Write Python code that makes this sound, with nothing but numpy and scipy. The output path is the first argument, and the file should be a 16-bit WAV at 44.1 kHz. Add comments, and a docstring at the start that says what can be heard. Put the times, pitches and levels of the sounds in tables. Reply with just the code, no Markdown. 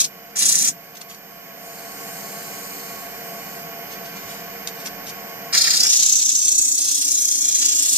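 """In a cramped workshop a small wood lathe spins a blank: shaken castings rattle, bearings sing, and
the speed controller whines, louder under load. Sandpaper is just leaving the wood; it grazes, strokes
once, is handled with crackles and a tap, then pressed on to the end; in between a fingertip hisses.
The rasp, torn fibres as random grains, throbs twice a turn with the end grain, and the spindle slows.
A gain control ducks the machine under the rasp and lets it swell back after a pause."""
import sys
import numpy as np
from scipy import signal
from scipy.fft import rfft, irfft, next_fast_len
from scipy.io import wavfile
from scipy.ndimage import uniform_filter1d, minimum_filter1d, map_coordinates

SR = 44100
rng = np.random.default_rng(int(sys.argv[2]) if len(sys.argv) > 2 else 0)


def bounce(signal):
    """Save signal as a 16-bit WAV file at the path given by the first command-line argument."""
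    frames = np.transpose(np.atleast_2d(signal))
    limited = np.clip(frames, -1, 1)
    pcm = np.round(limited * 32767).astype(np.int16)
    wavfile.write(sys.argv[1], SR, pcm)


N = 351477

# Resonances of headstock and bed. Columns: f/Hz, width/Hz, level/dB
CASTING_MODES = [(392.6, 7.9, -0.5), (473.4, 40, -2.5), (548, 8.7, -0.5), (584, 10.4, -1.5), (684, 17.6, 6),
                 (711.7, 10.4, 2), (773, 9.1, 2), (836, 7.7, -6), (901, 26, -9), (950, 10, -12.5),
                 (1046, 13.5, -6), (1099.7, 18, 1.5), (1338, 63, -12), (1396, 11, -5), (1496, 19, -1.5),
                 (1552, 18, -3), (1617, 27, -11), (1770, 3, 1.5), (1907, 17, -6), (1920, 18, -8),
                 (2061, 31, -4.5), (2142, 12, -2), (2174, 14, -2), (2430, 14, -33), (2381, 9.7, 3.5),
                 (2923, 21, -3.5)]
# Low resonances of spindle, chuck and blank. Columns: f/Hz, width/Hz, free level/dB, level under paper/dB
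SPINDLE_MODES = [(159.3, 38, -2.5, -8), (204, 21.2, 1, -5.5), (280.8, 13, -1.5, 8.5), (356, 93, -27, -8)]
# Bearing tones. Columns: f/Hz, level/dB re the drive
BEARING_TONES = [(466.5, -10.5), (684.5, -9.5), (1104, -12.5)]
# Spectrum of the whir of air. Columns: f/Hz, level/dB per Hz
WHIR_SPECTRUM = [(30, -37), (70, -6.5), (130, -1.5), (300, -2.5), (800, 2), (1250, -2.5), (1700, 2.5),
                 (2500, -4), (3100, -2.5), (3600, -24), (4900, -0.5), (6800, -6.5), (9500, -37),
                 (15500, -42)]
# Spectrum of the bare grit. Columns: f/Hz, level/dB per Hz
RASP_SPECTRUM = [(100, -32), (500, -23), (1000, -29.5), (1900, -25.5), (2600, -18.5), (3100, -14.5),
                 (4200, -4), (5500, 0), (7500, 2), (9600, -0.5), (11200, -6), (13500, -8), (15500, -16)]
# Spectrum of the loose paper edge. Columns: f/Hz, level/dB per Hz
FLAP_SPECTRUM = [(150, -34), (600, -16), (1100, -13), (1500, -9.5), (2000, -4.5), (2700, 2), (3100, 6.5),
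                 (3600, 5.5), (4300, 10), (5500, 7.5), (8000, -38)]
# Spectrum of skin on wood. Columns: f/Hz, level/dB per Hz
SKIN_SPECTRUM = [(2500, -36), (3600, -11), (4200, 1.5), (5500, -2), (6500, 3), (7900, -0.5), (9500, -4),
                 (12000, -5.5), (15500, -17)]
# Spectrum of creasing paper. Columns: f/Hz, level/dB per Hz
CREASE_SPECTRUM = [(700, -12), (1400, 1), (2400, -0.5), (3100, 2), (4000, 1), (6300, 6), (8500, -1),
                   (12000, -8), (15500, -32)]
# Spectrum of paper knocking on wood. Columns: f/Hz, level/dB per Hz
KNOCK_SPECTRUM = [(150, -45), (900, -16), (1300, 1.5), (1700, 1.5), (2100, 5), (2800, -3.5), (5000, -20.5)]
# Spectrum of the dull bumps. Columns: f/Hz, level/dB per Hz
BUMP_SPECTRUM = [(30, -25), (70, -4), (100, 0), (140, -4), (300, -33), (1500, -72)]
# Paper on the wood. Columns: start t/s, end t/s, force level/dB re full pressure, boom rise/dB at full load,
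# seating t/s
STROKES_OF_PAPER = [(-.1, .005, -3, 14, 0.023), (0.02, .05, -17, 11.5, 0.0037),
                    (0.356, 0.687, -8, 22, 0.034), (5.526, 7.998, -10.5, 12, .024)]
# Added force as the hand leans in. Columns: t/s, level/dB
LEAN_CURVE = [(5.75, 2.5), (5.86, 1), (5.93, 12.5), (6.17, 13.5), (6.24, 13), (6.31, 12.5), (6.7, 12.5),
              (6.75, 10), (6.8, 13), (7.15, 11), (7.45, 9.5), (7.97, 10.5)]
# How the paper is held. Columns: t/s, lower sheet mode f/Hz, upper sheet mode f/Hz, their width/Hz,
# upper mode level/dB re lower; then, re the bare grit: sheet ring level/dB, loose edge level/dB,
# ring of the blank level/dB
GRIP_CURVE = [(.05, 5900, 8000, 3000, -8, -0.5, -7, 2), (.36, 6400, 9200, 3000, -6, 2.5, -11, -19.5),
              (.7, 6230, 8900, 3000, -6.5, 3, -11.5, -6), (5.53, 4710, 6600, 1990, -5.5, 9, -12.5, -27),
              (5.79, 4760, 6800, 2100, -5.5, 6, -9.5, -23), (5.9, 5670, 6530, 1420, -5, 4, -6.5, 0.5),
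              (6.02, 6060, 7150, 1700, -1, 5.5, -9.5, -2.5), (6.3, 6090, 7450, 1650, -6, 8, -14.5, -1.5),
              (6.72, 6390, 7600, 1780, -1, 2.5, -18, -1), (6.8, 6200, 8400, 2600, -5.5, 4.5, -13.5, -10),
              (7.03, 6060, 8200, 2600, -6, 0.5, -13, -4), (7.12, 6240, 7300, 2400, -18, -1.5, -16, 1),
              (7.65, 6300, 7050, 2240, -5.5, 4.5, -9.5, -1), (7.97, 6790, 7800, 2580, 0, -2, -9.5, -3)]
# Grit snagging on the end grain. Columns: t/s, added friction level/dB
GRIT_SNAGS = [(.399, 2.5), (.586, 2), (5.529, 4), (5.57, 4), (5.613, 2), (6.154, 4), (6.292, 3.5),
              (6.351, 4.5), (6.515, 2.5), (6.581, 5.5), (6.713, 3.5), (7.447, 3.5), (7.548, 4.5),
              (7.596, 3), (7.656, 3.5)]
# Low knocks of the paper on the wood during the strokes. Columns: t/s, level/dB
PAPER_KNOCKS = [(.364, -35.5), (.43, -34), (.55, -33), (.68, -38), (5.553, -25), (5.61, -33),
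                (5.676, -24.5), (5.74, -30), (5.849, -33.5)]
# Brief stick-slip squeals of the paper. Columns: t/s, f/Hz, level/dB
PAPER_SQUEALS = [(5.773, 5000, -11), (5.809, 4950, -9), (5.901, 5880, -0.5)]
# Treble modes of the wooden blank. Columns: f/Hz, width/Hz, level/dB
BLANK_MODES = [(5800, 90, -16), (6420, 270, -10), (7114, 82, -4.5)]
# Bands lifted or cancelled by the hollow between hand and blank. Columns: f/Hz, width/Hz, level/dB
HOLLOW_BANDS = [(3000, 250, -8.5), (3570, 230, 1.5), (4410, 170, 3.5), (4500, 430, -8), (7100, 82, -3),
                (8220, 150, -6), (8260, 410, 1.5), (10050, 400, -3), (11100, 580, -1)]
# Handling the paper. Columns: t/s, level/dB, rise t/s, decay t/s
PAPER_RUSTLES = [(.953, -34, 0.0027, 0.0049), (0.968, -30.5, 0.0007, 0.0058), (1.015, -26, 0.0043, 0.0019),
                 (1.098, -34, 0.0068, 0.024), (1.146, -31, 0.0019, 0.0017), (3.92, -42, 0.019, 0.034),
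                 (4.06, -44, .012, 0.017), (4.17, -44.5, 0.029, 0.041), (4.3, -42.5, 0.039, 0.1),
                 (4.673, -20.5, 0.00089, 0.0013), (4.684, -41, 0.0059, 0.011), (4.8, -43.5, .02, 0.036),
                 (4.861, -31, 0.006, 0.0045), (4.871, -33, 0.0044, 0.0039), (5.068, -39, 0.0064, 0.018),
                 (5.097, -39.5, .015, 0.0084)]
# Modes of the hard tap on the bench. Columns: f/Hz, level/dB
BENCH_TAP_MODES = [(1250, -2), (2850, -5), (3110, 2)]
# Fingertip on the blank. Columns: t/s, level/dB
FINGER_CURVE = [(1.56, -54), (1.66, -47), (2.55, -45), (2.9, -46), (3.1, -50), (3.58, -49), (3.68, -54.5)]
# Dull bumps while the hands are at the bench. Columns: t/s, level/dB, rise t/s, decay t/s
BENCH_BUMPS = [(3.91, -69, 0.019, .04), (4.26, -48.5, 0.028, 0.029)]

# Machine
MOTOR_HZ, CONTROLLER_HZ = 40.5, 13352
FREE_TURNS_PER_S, START_TURN = 15.83, -.24
DRAG_TURNS_PER_S, SAG_TURNS_PER_S2 = .165, .452  # slowing at once, then steadily while the paper is on
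DRIVE_DB, DRONE_DB = -40, -43  # source gains; the drone's is for running free
WHINE_DB, WHINE_LOAD_DB, WHINE_WAVER_DB = -40.5, 8.5, 0.55
LOAD_LAG_S = 0.066  # the machine answers pressure a little late
FULL_LOAD = 0.72  # share of full pressure at which boom and whine stop growing

# Paper
RASP_DB = -9  # source gain at full pressure
SEAT_DB, LIFT_DB_PER_S = 7.5, 844  # the paper lands lightly, seats itself, and is lifted off fast
SNAG_RISE_S, SNAG_DECAY_S = 0.0009, 0.006
LIGHT_JUDDER_DB, FIRM_JUDDER_DB, JUDDER_PER_S = 2.4, 0.9, 520
CHATTER_DB, CHATTER_LOSS_PER_DB = -20.5, 2.45  # leaning in stills the chatter
KNOCK_RISE_S, KNOCK_DECAY_S = 0.015, 0.0094
SQUEAL_RISE_S, SQUEAL_DECAY_S = .0009, .003
TAP_S, TAP_DB, TAP_T60_S = 1.113, -35, 0.032  # tap as the paper changes hands

# Fingertip
FINGER_RING_DB, SQUEAK_DB = -1.5, -7.5  # relative to the hiss of the skin, at the firmest touch
FINGER_RING_HZ, FINGER_RING_WIDTH_HZ = 7280, 260
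SQUEAK_HZ, SQUEAK_SWING_HZ, SQUEAK_WIDTH_HZ = 8800, 550, 160

# Surroundings and gain control
REFLECTION_S, REFLECTION_SPREAD_S, HAND_SWAY_S = .0017, .0009, .00007
SHOP_T60_S, CUTOFF_HZ = 0.075, 15600
CEILING_DB, DETECT_S, HOLD_S, RECOVER_DB_PER_S = -13.5, 0.0528, 0.73, 8.5


def from_db(db):
    """Amplitude ratio of a level in decibels."""
    return 10 ** (np.asarray(db) / 20)


def rms_one(x):
    """Normalisation to unit mean power."""
    return x / np.sqrt(np.mean(x ** 2) + 1e-20)


def times():
    """The time of every sample, in seconds."""
    return np.arange(N) / SR


def in_time(rows):
    """Linear interpolation of a table's columns over time."""
    s, *columns = np.transpose(rows)
    return [np.interp(times(), s, c) for c in columns]


def drift(rate):
    """Band-limited random fluctuation of unit rms, from `rate` random points a second."""
    points = rng.standard_normal(8000)
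    return rms_one(np.interp(times() * rate + 2, np.arange(len(points)), points))


def coloured(x, spectrum):
    """Spectral shaping by multiplication in the frequency domain; unit rms."""
    hz, db = np.transpose(spectrum)
    size = next_fast_len(N)
    bins = np.maximum(np.fft.rfftfreq(size, 1 / SR), 1)
    gain = from_db(np.interp(np.log(bins), np.log(hz), db))
    return rms_one(irfft(rfft(x, size) * gain, size)[..., :N])


def resonance(hz, width_hz):
    """Damped resonance as a two-pole band-pass with unit gain at its peak."""
    r = np.exp(-np.pi * width_hz / SR)
    return (1 - r * r) / 2 * np.array([1, 0, -1]), [1, -2 * r * np.cos(2 * np.pi * hz / SR), r * r]


def modes(x, rows, flip=1):
    """Modal superposition at unit rms; flip=-1 alternates the polarity of successive modes."""
    return rms_one(sum(flip ** k * from_db(db) * signal.lfilter(*resonance(hz, width), x)
                       for k, (hz, width, db) in enumerate(rows)))


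def gliding_resonance(x, hz, width_hz, size=256):
    """Time-varying resonance: centre and width step block by block while the state carries over."""
    out, state, widths = np.zeros(N), np.zeros(2), np.broadcast_to(width_hz, N)
    for i in range(0, N, size):
        block = slice(i, i + size)
        out[block], state = signal.lfilter(*resonance(hz[i], widths[i]), x[block], zi=state)
    return out


def grains(per_s, spread_db):
    """Fracture as a random impulse process: many small grains, a few much larger."""
    sizes = from_db(spread_db * np.minimum(rng.exponential(1, N), 5))
    signs = rng.choice([-1, 1], N)
    return rms_one(sizes * signs * (rng.random(N) < per_s / SR))


def swells(rows):
    """Summed envelopes of short events with exponential rise and decay."""
    t, out = times(), np.zeros(N)
    for s, db, rise, decay in rows:
        near = slice(*np.searchsorted(t, [s - 20 * rise, s + 20 * decay]))
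        out[near] += from_db(db) * np.exp(-np.maximum((s - t[near]) / rise, (t[near] - s) / decay))
    return out


def lagged(x, lag_s):
    """First-order inertia: the output relaxes exponentially towards the input."""
    r = np.exp(-1 / (lag_s * SR))
    return signal.lfilter([1 - r], [1, -r], x, zi=[r * x[0]])[0]


def at_ports(x, delay, pan_db):
    """Time and level differences at two ports: left is `delay` samples late, `pan_db` above right."""
    left = np.pad(x, (delay, 0))[:N] * from_db(pan_db / 2)
    right = x * from_db(-pan_db / 2)
    return np.array([left, right])


def per_stroke():
    """Piecewise-constant control: the columns of the latest stroke, at every sample."""
    rows = np.array(STROKES_OF_PAPER)
    latest = np.searchsorted(rows[:, 0], times(), side="right") - 1
    return rows[np.maximum(latest, 0)].T


def hand_pressure(start, end, force_db, seat_s):
    """Contact force through landing, seating, hold and lift; 1 is full pressure."""
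    t = times()
    seating_db = SEAT_DB * np.clip(1 - ((t - start) / seat_s) ** 2, 0, 1)
    lift_db = np.clip(LIFT_DB_PER_S * (t - end), 0, 100)
    return from_db(force_db - seating_db - lift_db)


def spindle_turns(start, end):
    """Rotation as integrated speed: contact slows it at once, and further the longer it lasts."""
    t = times()
    slowing = (t < end) * (DRAG_TURNS_PER_S + SAG_TURNS_PER_S2 * (t - start))
    return START_TURN + np.cumsum(FREE_TURNS_PER_S - slowing) / SR


def rattle(turns, loose, size=4096):
    """Rotation-locked excitation: belt and bearing unevenness recurs each turn, plus free chatter."""
    track = rms_one(irfft(np.exp(2j * np.pi * rng.random(size // 2 + 1))))
    position = (turns + .002 * drift(5)) * size
    locked = rms_one(np.interp(position, np.arange(size), track, period=size))
    return rms_one(locked + loose * rng.standard_normal(N))


def drive(turns, drive_db):
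    """Forced vibration: belt and bearings excite casting modes; bearing tones, motor hum and air add."""
    body = modes(rattle(turns, loose=0.52), CASTING_MODES)
    scattered = np.array([modes(rattle(turns, loose=0.66), CASTING_MODES) for side in range(2)])
    tones = np.zeros(N)
    for hz, db in BEARING_TONES:
        level = from_db(db + 1.6 * drift(14))
        phase = 2 * np.pi * np.cumsum(hz + 3.784 * drift(20)) / SR
        tones += level * np.sqrt(2) * np.sin(phase)
    motor = from_db(-25.0 + 2.2 * drift(7.3)) * np.sqrt(2) * np.sin(2 * np.pi * MOTOR_HZ * times())
    near_air = at_ports(coloured(rng.standard_normal(N), WHIR_SPECTRUM), delay=5, pan_db=-7.0)
    wide_air = coloured(rng.standard_normal((2, N)), WHIR_SPECTRUM)
    air = near_air + from_db(3.5) * wide_air
    direct = at_ports(from_db(0.5) * body + tones + motor, delay=5, pan_db=-0.3)
    return from_db(drive_db) * (direct + from_db(-4.5) * scattered + from_db(-7) * air)


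def drone(turns, drone_db):
    """Low modal boom of spindle, chuck and blank; drag shifts the weight to the upper two modes."""
    speed = np.gradient(turns) * SR
    drag = np.clip((FREE_TURNS_PER_S - speed) / 0.71, 0, 1)
    drag = uniform_filter1d(drag, size=8000)
    shake = rattle(turns, loose=0.94)
    boom = np.zeros(N)
    for k, (hz, width, free_db, held_db) in enumerate(SPINDLE_MODES):
        level = from_db(free_db + drag * (held_db - free_db))
        boom += (-1) ** k * level * signal.lfilter(*resonance(hz, width), shake)
    band = signal.butter(2, [120, 400], "band", fs=SR, output="sos")
    boom = signal.sosfilt(band, rms_one(boom))
    return from_db(drone_db - 1.5) * at_ports(boom, delay=4, pan_db=1.5)


def whine(load):
    """Switching tone of the controller, louder under load, with a noisy skirt from the turning motor."""
    whine_db = WHINE_DB + WHINE_LOAD_DB * load + WHINE_WAVER_DB * drift(3.65)
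    skirt = rms_one(signal.lfilter(*resonance(CONTROLLER_HZ, 110), rng.standard_normal((2, N))))
    port_phase, port_db = np.array([[1.2], [0]]), np.array([[-8], [4]])
    tone = np.sqrt(2) * np.sin(2 * np.pi * CONTROLLER_HZ * times() + port_phase)
    return from_db(whine_db + port_db) * (tone + from_db(-16.0) * skirt)


def end_grain(turns, depth_db):
    """Anisotropic friction: the swell comes twice a turn, very slightly uneven between sides."""
    swell = np.cos(4 * np.pi * turns) * (1 + 0.12 * drift(20.89)) + 0.007 * np.cos(2 * np.pi * turns)
    return rms_one(from_db(depth_db * swell))


def sheet_mode(hz, width_hz):
    """Resonance of the pinched sheet: grains pass three equal gliding filters."""
    ringing = grains(per_s=9000, spread_db=4.0)
    for stage in range(3):
        ringing = gliding_resonance(ringing, hz, width_hz)
    return rms_one(ringing / np.sqrt(width_hz))


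def hollow(x):
    """Interference in the space between hand and blank, as spectral peaks and notches."""
    for hz, width, db in HOLLOW_BANDS:
        x = x + (from_db(db) - 1) * signal.lfilter(*resonance(hz, width), x)
    return x


def squeals():
    """Stick-slip oscillation: for a few milliseconds the paper locks onto one wavering pitch."""
    waver = 1 + .012 * drift(400)
    out = np.zeros(N)
    for s, hz, db in PAPER_SQUEALS:
        envelope = swells([(s, db, SQUEAL_RISE_S, SQUEAL_DECAY_S)])
        out += envelope * np.sin(2 * np.pi * hz * np.cumsum(waver) / SR)
    return out


def sanding(turns, pressure, lean_db):
    """Abrasion as grain noise that excites sheet, loose edge and blank; returns paper and wood."""
    lower_hz, upper_hz, width_hz, upper_db, ring_db, flutter_db, blank_db = in_time(GRIP_CURVE)
    snags = 1 + sum((from_db(db) - 1) * swells([(s, 0, SNAG_RISE_S, SNAG_DECAY_S)])
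                    for s, db in GRIT_SNAGS)
    # a lightly held paper judders more
    judder_db = np.interp(lean_db, [lean_db.min(), lean_db.max()], [LIGHT_JUDDER_DB, FIRM_JUDDER_DB])
    bite = end_grain(turns, depth_db=3.4) * from_db(judder_db * drift(JUDDER_PER_S)) * snags

    grit = coloured(grains(per_s=19000, spread_db=2.0), RASP_SPECTRUM)
    sheet = sheet_mode(lower_hz, width_hz) + from_db(upper_db) * sheet_mode(upper_hz, width_hz)
    sheet = from_db(ring_db) * sheet / np.sqrt(1 + from_db(upper_db) ** 2)
    rasp = bite * (grit + sheet) / np.sqrt(1 + from_db(ring_db) ** 2)

    edge = coloured(grains(per_s=2600, spread_db=3.0), FLAP_SPECTRUM)
    flutter = from_db(flutter_db + 2.2 * drift(40)) * end_grain(turns, depth_db=1.5) * edge

    force = from_db(RASP_DB) * pressure
    chatter = force * from_db(CHATTER_DB - CHATTER_LOSS_PER_DB * lean_db)
    single_knocks = swells((s, db, KNOCK_RISE_S, KNOCK_DECAY_S) for s, db in PAPER_KNOCKS)
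    knocks = (chatter + single_knocks) * coloured(grains(per_s=2300, spread_db=3.0), KNOCK_SPECTRUM)

    paper = force * hollow(rasp + flutter) + knocks + squeals()
    blank_ring = modes(grains(per_s=15600, spread_db=3.0), BLANK_MODES, flip=-1)
    return paper, force * bite * from_db(blank_db) * blank_ring


def off_the_hand(x, count=40):
    """Dispersive scattering off hand, chuck and bed: delay varies with frequency and sways in time."""
    size = next_fast_len(N + SR // 10)
    hz, t = np.fft.rfftfreq(size, 1 / SR), times()
    sides = []
    for delays in np.abs(REFLECTION_S + REFLECTION_SPREAD_S * rng.standard_normal((2, count))):
        # phase is the integral of group delay over frequency
        group_delay = np.interp(hz, np.linspace(0, SR / 2, count), delays)
        phase = 2 * np.pi * hz[1] * np.cumsum(group_delay)
        scattered = irfft(rfft(x, size) * np.exp(-1j * phase), size)[:N]
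        swayed = (t - HAND_SWAY_S * drift(3)) * SR
        sides.append(map_coordinates(scattered, [swayed], order=3))
    return np.array(sides)


def workshop(x, cut_hz):
    """Exponential reverberant decay off bench, wall and shelves, independent at each port."""
    t = np.arange(SR // 3) / SR
    echo = rng.standard_normal((2, len(t))) * from_db(-60 * t / SHOP_T60_S) * (t > .002)
    echo /= np.sqrt(np.sum(echo ** 2, axis=1, keepdims=True))
    low_pass = signal.butter(1, min(cut_hz, SR * .45), fs=SR)
    return signal.lfilter(*low_pass, signal.fftconvolve(x[None], echo, axes=1)[:, :N])


def folding():
    """Buckling of a stiff sheet releases clumps of crackles; a tap rings as decaying modes."""
    since = np.maximum(times() - TAP_S, 0)
    decay_db = np.minimum(60 * since / TAP_T60_S, 200)
    tap = sum(from_db(TAP_DB + db - decay_db) * np.sin(2 * np.pi * hz * since)
              for hz, db in BENCH_TAP_MODES)
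    crackle = coloured(grains(per_s=8000, spread_db=2.5), CREASE_SPECTRUM)
    return swells(PAPER_RUSTLES) * crackle + tap


def fingertip(turns):
    """Skin friction as noise, with chirps gliding down and up in each turn; returns skin and rim ring."""
    level_db, = in_time(FINGER_CURVE)
    level = from_db(level_db)
    firmness = from_db(level_db - level_db.max())
    hiss = end_grain(turns, depth_db=2.0) * coloured(rng.standard_normal(N), SKIN_SPECTRUM)
    rim = signal.lfilter(*resonance(FINGER_RING_HZ, FINGER_RING_WIDTH_HZ), rng.standard_normal(N))
    ring = from_db(FINGER_RING_DB) * rms_one(rim)
    chirp_hz = SQUEAK_HZ + SQUEAK_SWING_HZ * np.cos(2 * np.pi * turns)
    squeak = rms_one(gliding_resonance(rng.standard_normal(N), chirp_hz, SQUEAK_WIDTH_HZ))
    # negative depth: the chirps swell between the peaks of the hiss
    chirps = end_grain(turns, depth_db=-4) * squeak
    return level * (hiss + firmness * from_db(SQUEAK_DB) * chirps), level * firmness * ring


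def bench_bumps():
    """Low-frequency impact noise: dull bumps at the bench as shaped noise under short envelopes."""
    return swells(BENCH_BUMPS) * coloured(rng.standard_normal(N), BUMP_SPECTRUM)


def gain_control(x):
    """Level regulation: power over the ceiling cuts the gain, which is held, then creeps back."""
    power = uniform_filter1d(np.mean(x ** 2, axis=0), size=int(DETECT_S * SR))
    gain_db = np.minimum(CEILING_DB - 10 * np.log10(np.maximum(power, 1e-12)), 0)
    half = int(HOLD_S * SR / 2)
    held_db = minimum_filter1d(gain_db, size=2 * half + 1, origin=half, mode="nearest")
    creep_db = RECOVER_DB_PER_S * times()
    return x * from_db(np.minimum.accumulate(held_db - creep_db) + creep_db)


def scene():
    """Superposition of the machine with the hands' direct, scattered and reverberant sound."""
    start, end, force_db, boom_db, seat_s = per_stroke()
    lean_db, = in_time(LEAN_CURVE)
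    pressure = hand_pressure(start, end, force_db + lean_db, seat_s)
    load = lagged(np.minimum(pressure, FULL_LOAD), LOAD_LAG_S)
    turns = spindle_turns(start, end)
    machine = drive(turns, DRIVE_DB) + drone(turns, DRONE_DB + boom_db * load) + whine(load)
    paper, wood = sanding(turns, pressure, lean_db)
    skin, rim = fingertip(turns)
    hands = paper + skin + folding()
    near = from_db(-4) * at_ports(hands, delay=3, pan_db=-3.5) + from_db(3.0) * off_the_hand(hands)
    singing = from_db(4.0) * at_ports(wood, delay=3, pan_db=3.0) + at_ports(rim, delay=1, pan_db=6.0)
    room = from_db(1.0) * workshop(hands, cut_hz=22000)
    return near + singing + room + bench_bumps() + machine


def record(dry):
    """Gain control, soft saturation of the tallest peaks, and a steep low-pass."""
    ridden = gain_control(dry)
    rounded = ridden / (1 + (ridden / .9) ** 4) ** .25
    low_pass = signal.ellip(12, .1, 90, CUTOFF_HZ, fs=SR, output="sos")
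    return signal.sosfilt(low_pass, rounded)


dry = scene()
out = record(dry)
bounce(out)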